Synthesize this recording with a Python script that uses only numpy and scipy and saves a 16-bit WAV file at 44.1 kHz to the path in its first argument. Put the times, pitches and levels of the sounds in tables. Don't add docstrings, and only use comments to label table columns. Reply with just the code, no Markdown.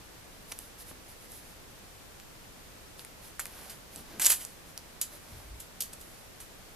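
import sys
import numpy as np
from scipy import signal
from scipy.fft import rfft, irfft
from scipy.io import wavfile
from scipy.ndimage import uniform_filter1d

SR = 44100
rng = np.random.default_rng(int(sys.argv[2]) if len(sys.argv) > 2 else 0)


def dump_mix(stems):
    frames = np.atleast_2d(stems).T
    limited = np.clip(frames, -1, 1)
    pcm = np.round(limited * 32767).astype(np.int16)
    wavfile.write(sys.argv[1], SR, pcm)


N = 297675


def undb(db):
    return 10 ** (np.asarray(db) / 20)


def unit(x):
    return x / np.sqrt(np.sum(x ** 2) + 1e-18)


def add(track, start_s, x):
    i = int(start_s * SR)
    track[i:i + len(x)] += x[:max(N - i, 0)]


def read(points, size):
    hz, value = np.transpose(points)
    bins_hz = np.fft.rfftfreq(size, 1 / SR)
    return np.interp(np.log(bins_hz + 1), np.log(hz), value)


def colour(x, spectrum, size=1024):
    cepstrum = irfft(np.log(undb(read(spectrum, size))))
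    cepstrum[1:size // 2] *= 2
    cepstrum[size // 2 + 1:] = 0
    impulse = irfft(np.exp(rfft(cepstrum)))
    return signal.fftconvolve(x, impulse)[:len(x)]


def band(x, hz, width_hz):
    b, a = signal.iirpeak(min(hz, SR / 3), hz / width_hz, fs=SR)
    return signal.lfilter(b, a, x)


def grains(n, rate, spread_db):
    chance = rng.random((n, 3))
    fires = chance[:, 0] < rate / SR
    sign = np.sign(chance[:, 1] - .5)
    size = undb(-spread_db * np.log(np.maximum(chance[:, 2], .05)))
    return fires * sign * size


def pair(x, other, likeness):
    alike = np.clip(read(likeness, len(x)), 0, 1)
    mid = rfft(x) * np.sqrt((1 + alike) / 2)
    side = rfft(other) * np.sqrt((1 - alike) / 2)
    return irfft(np.array([mid + side, mid - side]), len(x))


def toy():
    # f/Hz, width/Hz, level/dB
    rings = [(1360, 97, -29), (3010, 18, -1.5), (4590, 40, 0), (6600, 90, -19), (7000, 62, 0),
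             (7740, 100, -1), (8300, 70, 2)]
    snap_room_db = -5.5
    low_hz = 325

    single, showers = snaps(), scrunches()
    out = np.array([single + showers, undb(snap_room_db) * single + showers])
    highpass = signal.butter(2, low_hz, "high", fs=SR, output="sos")
    out = signal.sosfilt(highpass, out)
    return out + sum(undb(db) * band(out, hz, width_hz) for hz, width_hz, db in rings)


def snaps(buckle_s=0.00039, rattle_s=0.0029, rattle_db=-8):
    # t/s, level/dB (energy as if held over one millisecond), crease pitch f/Hz,
    # hollow body against film/dB
    snap_list = [(0.5184, -34, 2480, -6), (0.5219, -28.5, 5800, -5), (0.5894, -32.5, 10200, -18),
                 (1.3196, -41, 9100, -20), (2.1996, -41.5, 7560, -3), (2.9941, -37.5, 5300, -5),
                 (3.0492, -36, 10000, -8), (3.3944, -26, 1500, -14), (3.4004, -27.5, 7900, -13),
                 (3.4557, -31.5, 9100, -7), (3.4583, -38, 1500, -3), (3.4670, -37, 10400, -18),
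                 (3.697, -40, 5100, -9), (3.9602, -34, 8500, -17), (4.2185, -20.5, 8150, -15),
                 (4.2474, -17, 5500, -11.5), (4.2565, -13.5, 9600, -25), (4.2621, -14, 7300, -24),
                 (4.2664, -9.5, 7660, -27), (4.3030, -18.5, 11300, -7), (4.4506, -30, 8650, -15),
                 (4.7770, -30.5, 6200, -12), (5.0158, -27, 10700, -21), (5.8065, -25.5, 11800, -18),
                 (5.8113, -36, 5200, -10), (5.8224, -26, 11600, -24)]
    out = np.zeros(N)
    t = np.arange(SR // 10) / SR
    millisecond = SR / 1000
    for s, db, hz, body_db in snap_list:
        buckle = unit(rng.choice([-1, 1], len(t)) * np.exp(-t / buckle_s))
        rattle = unit(grains(len(t), 6400, 15.0) * np.exp(-t / rattle_s))
        push = buckle + undb(rattle_db) * rattle
        snap = crease(push, hz, body_db, width_hz=820, pitch_db=0.0)
        add(out, s, undb(db) * np.sqrt(millisecond) * snap)
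    return out


def scrunches(lead_s=.035):
    # peak t/s, rise/s, fade/s, peak level/dB, crease pitch f/Hz,
    # hollow body against film/dB
    squeezes = [(3.3957, 0.00035, 0.017, -34.5, 11200, -8), (3.699, .002, 0.022, -43, 5130, -9),
                (4.197, .0003, 0.0088, -28, 7900, -5), (4.221, 0.0084, 0.034, -26, 8900, -11.5),
                (4.265, 0.015, 0.015, -22, 7400, -12), (4.303, 0.0079, 0.019, -21, 10400, -16),
                (4.322, 0.0075, 0.0094, -22.5, 9200, -11.5), (4.41, .02, 0.046, -42.5, 10100, -8.5),
                (5.0142, 0.00085, .013, -27, 7400, -17.5), (5.603, 0.0033, 0.013, -41, 11000, -20),
                (5.8055, 0.00053, 0.017, -29.5, 6350, -21), (5.934, 0.0032, 0.0043, -39.5, 9000, -15),
                (6.014, 0.012, 0.017, -49, 11000, -16), (6.403, 0.0024, .022, -44.5, 10700, -10.5)]
    tiny_per_s, tiny_spread_db = 10000, 2.5
    cracks_per_s, crack_spread_db, crack_db = 400, 2.5, -6.5

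    out = np.zeros(N)
    t = np.arange(SR // 4) / SR - lead_s
    for s, rise_s, fade_s, db, hz, body_db in squeezes:
        squeeze = np.exp(-np.abs(t) / np.where(t < 0, rise_s, fade_s))
        tiny = unit(grains(len(t), tiny_per_s, tiny_spread_db))
        cracks = unit(grains(len(t), cracks_per_s, crack_spread_db))
        push = squeeze * (tiny + undb(crack_db) * cracks)
        shower = crease(push, hz, body_db, width_hz=1600, pitch_db=-13.5)
        add(out, s - lead_s, undb(db) * np.linalg.norm(squeeze) * shower)
    return out


def crease(push, hz, body_db, width_hz, pitch_db):
    # f/Hz, level/dB
    film_spectrum = [(300, -49), (1400, -30), (2100, -14), (2750, -3.5), (3700, -3.5), (4600, -3.5),
                     (7000, -0.5), (10500, 2.5), (12500, 2.5), (14200, -7.5)]
    # f/Hz, level/dB
    body_spectrum = [(80, -7), (300, -8), (800, -2), (1450, -0.5), (1950, 2), (2350, 1.5), (2900, 2),
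                     (5500, -24.5), (14000, -46)]
    whole = unit(colour(push, film_spectrum))
    pitch = unit(band(push, hz, width_hz))
    film = unit(whole + undb(pitch_db) * pitch)
    body = unit(colour(push, body_spectrum))
    return unit(film + undb(body_db) * body)


def brushing():
    # middle t/s, length/s, fibre level/dB, cloth against fibres/dB
    brushes = [(0.51, 0.074, -52, -10), (0.618, 0.17, -54.5, -20), (0.807, 0.068, -49, -25),
               (0.891, 0.075, -50, -25), (1.109, 0.078, -54.5, -10), (1.349, .14, -51, -12),
               (3.004, 0.07, -53, -6), (3.26, 0.11, -53.5, -5), (3.611, .42, -54.5, 1),
               (3.97, .14, -52, -3.5), (4.136, 0.22, -65, 11.5), (5.143, .1, -53, -2.5),
               (5.35, 0.35, -60, 2), (6.111, 0.36, -61, -3)]
    # from t/s, to t/s
    stirring = [(1.05, 1.65), (4.5, 4.75)]
    stir_per_s, stir_length_s = 8, 0.097
    stir_db, stir_spread_db, stir_body_db = -60, 1.5, -15

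    out = np.zeros(N)
    for s, length_s, db, body_db in brushes:
        add(out, s - length_s / 2, stroke(length_s, db, body_db))
    for start, end in stirring:
        for s in np.arange(start, end, 1 / stir_per_s):
            middle = s + rng.uniform(-.5, .5) / stir_per_s
            db = stir_db + stir_spread_db * rng.standard_normal()
            add(out, middle - stir_length_s / 2, stroke(stir_length_s, db, stir_body_db))
    return out


def stroke(length_s, db, body_db):
    # f/Hz, level/dB
    fur = [(300, -22), (2500, -5), (5000, -0.5), (7500, -1.5), (11000, 6.5), (12500, 2), (14200, -3)]
    # f/Hz, level/dB
    cloth = [(60, -14), (200, -3), (600, -3), (1400, -7), (3000, -11), (5000, -12), (12000, -24.5)]
    fibres = grains(SR, rate=9000, spread_db=4.0)[:int(length_s * SR)]
    fibres = fibres * np.sin(np.linspace(0, np.pi, len(fibres)))
    sound = unit(colour(fibres, fur)) + undb(body_db) * unit(colour(fibres, cloth))
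    return undb(db) * np.sqrt(len(fibres) / 2) * sound


def bumps(rise_cycles=0.24):
    # t/s, level of the lowest mode/dB, hardness/dB per octave
    contacts = [(0.523, -48, -1), (0.912, -45, 0.8)]
    # f/Hz, t60/s
    modes = [(275, 0.061), (780, 0.036), (1500, 0.0092)]
    out = np.zeros(N)
    t = np.arange(SR // 2) / SR
    for s, db, hardness_db in contacts:
        for hz, t60_s in modes:
            drift = unit(band(rng.standard_normal(len(t)), hz / 4, hz / 2)) * np.sqrt(len(t))
            wobble = 1 + 0.53 * drift
            tone = np.sin(2 * np.pi * hz * np.cumsum(wobble) / SR)
            swing = (1 - np.exp(-t * hz / rise_cycles)) * np.exp(-np.log(1000) * t / t60_s)
            size = undb(db + hardness_db * np.log2(hz / modes[0][0]))
            add(out, s, size * np.sqrt(2) * swing * tone)
    return out


def room(direct, spread):
    t60_s, tail_db, delay_s = 0.2, -7.5, 0.0048
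    likeness = [(1400, 1.0), (3000, 1.0), (5500, 0.7), (8000, .1), (14000, 0.44)]
    t = np.arange(SR // 2) / SR
    fade = (t > delay_s) * np.exp(-np.log(1000) * t / t60_s)
    first, second = (unit(fade * rng.standard_normal(len(t))) for _ in range(2))
    tails = pair(first, second, likeness)
    return np.array([direct + undb(tail_db) * signal.fftconvolve(spread, tail)[:N] for tail in tails])


def ports(x, right_hz=11200, right_width_hz=2200, right_db=-4, scatter_db=-7, lag_share=0.82):
    left, right = x
    late = np.exp(-2j * np.pi * np.fft.rfftfreq(N) * lag_share)
    left = irfft(rfft(left) * late, N)
    right = right + undb(right_db) * band(right, right_hz, right_width_hz)
    drift = unit(uniform_filter1d(rng.standard_normal(N), size=120))
    balance = np.tanh(np.sqrt(N) * drift)
    scatter = undb(scatter_db) * balance * band(x[0], 12000, 6000)
    return np.array([left + scatter, right - scatter])


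def handling(width_share=1.0):
    # middle t/s, length/s, level/dB, centre f/Hz
    shifts = [(3.989, .13, -55.5, 232), (4.175, 0.18, -53, 242), (5.347, 0.18, -48.5, 61.5),
              (5.53, .2, -46.5, 44)]
    out = np.zeros(N)
    for s, length_s, db, hz in shifts:
        width_hz = width_share * hz
        rumble = band(band(rng.standard_normal(SR), hz, width_hz), hz, width_hz)
        rumble = rumble[:int(length_s * SR)]
        swell = np.sin(np.linspace(0, np.pi, len(rumble)))
        add(out, s - length_s / 2, undb(db) * np.sqrt(len(rumble) / 2) * unit(swell * rumble))
    return out


def air(level_db=-50):
    # f/Hz, level/dB
    air_spectrum = [(12, -28), (20, -1), (65, -6.5), (119, -8.5), (156, -9.5), (242, -11), (419, -12.5),
                    (468, -12), (1290, -17.5), (1400, -17.5), (1890, -18.5), (2930, -21), (14000, -26)]
    # f/Hz, likeness/0-1
    air_likeness = [(30, 0.2), (60, 1), (130, 0.4), (290, 0.17), (640, 0.09), (14000, 0.01)]
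    gain = undb(read(air_spectrum, N))
    first, second = (unit(irfft(rfft(rng.standard_normal(N)) * gain, N)) for _ in range(2))
    return undb(level_db) * np.sqrt(N) * pair(first, second, air_likeness)


def scene():
    direct, spread = toy() + brushing()
    return ports(room(direct, spread)) + bumps() + handling() + air()


def record(dry):
    top_hz = 14300
    lowpass = signal.ellip(10, .2, 70, top_hz, fs=SR, output="sos")
    return signal.sosfilt(lowpass, np.tanh(dry))


dry = scene()
out = record(dry)
dump_mix(out)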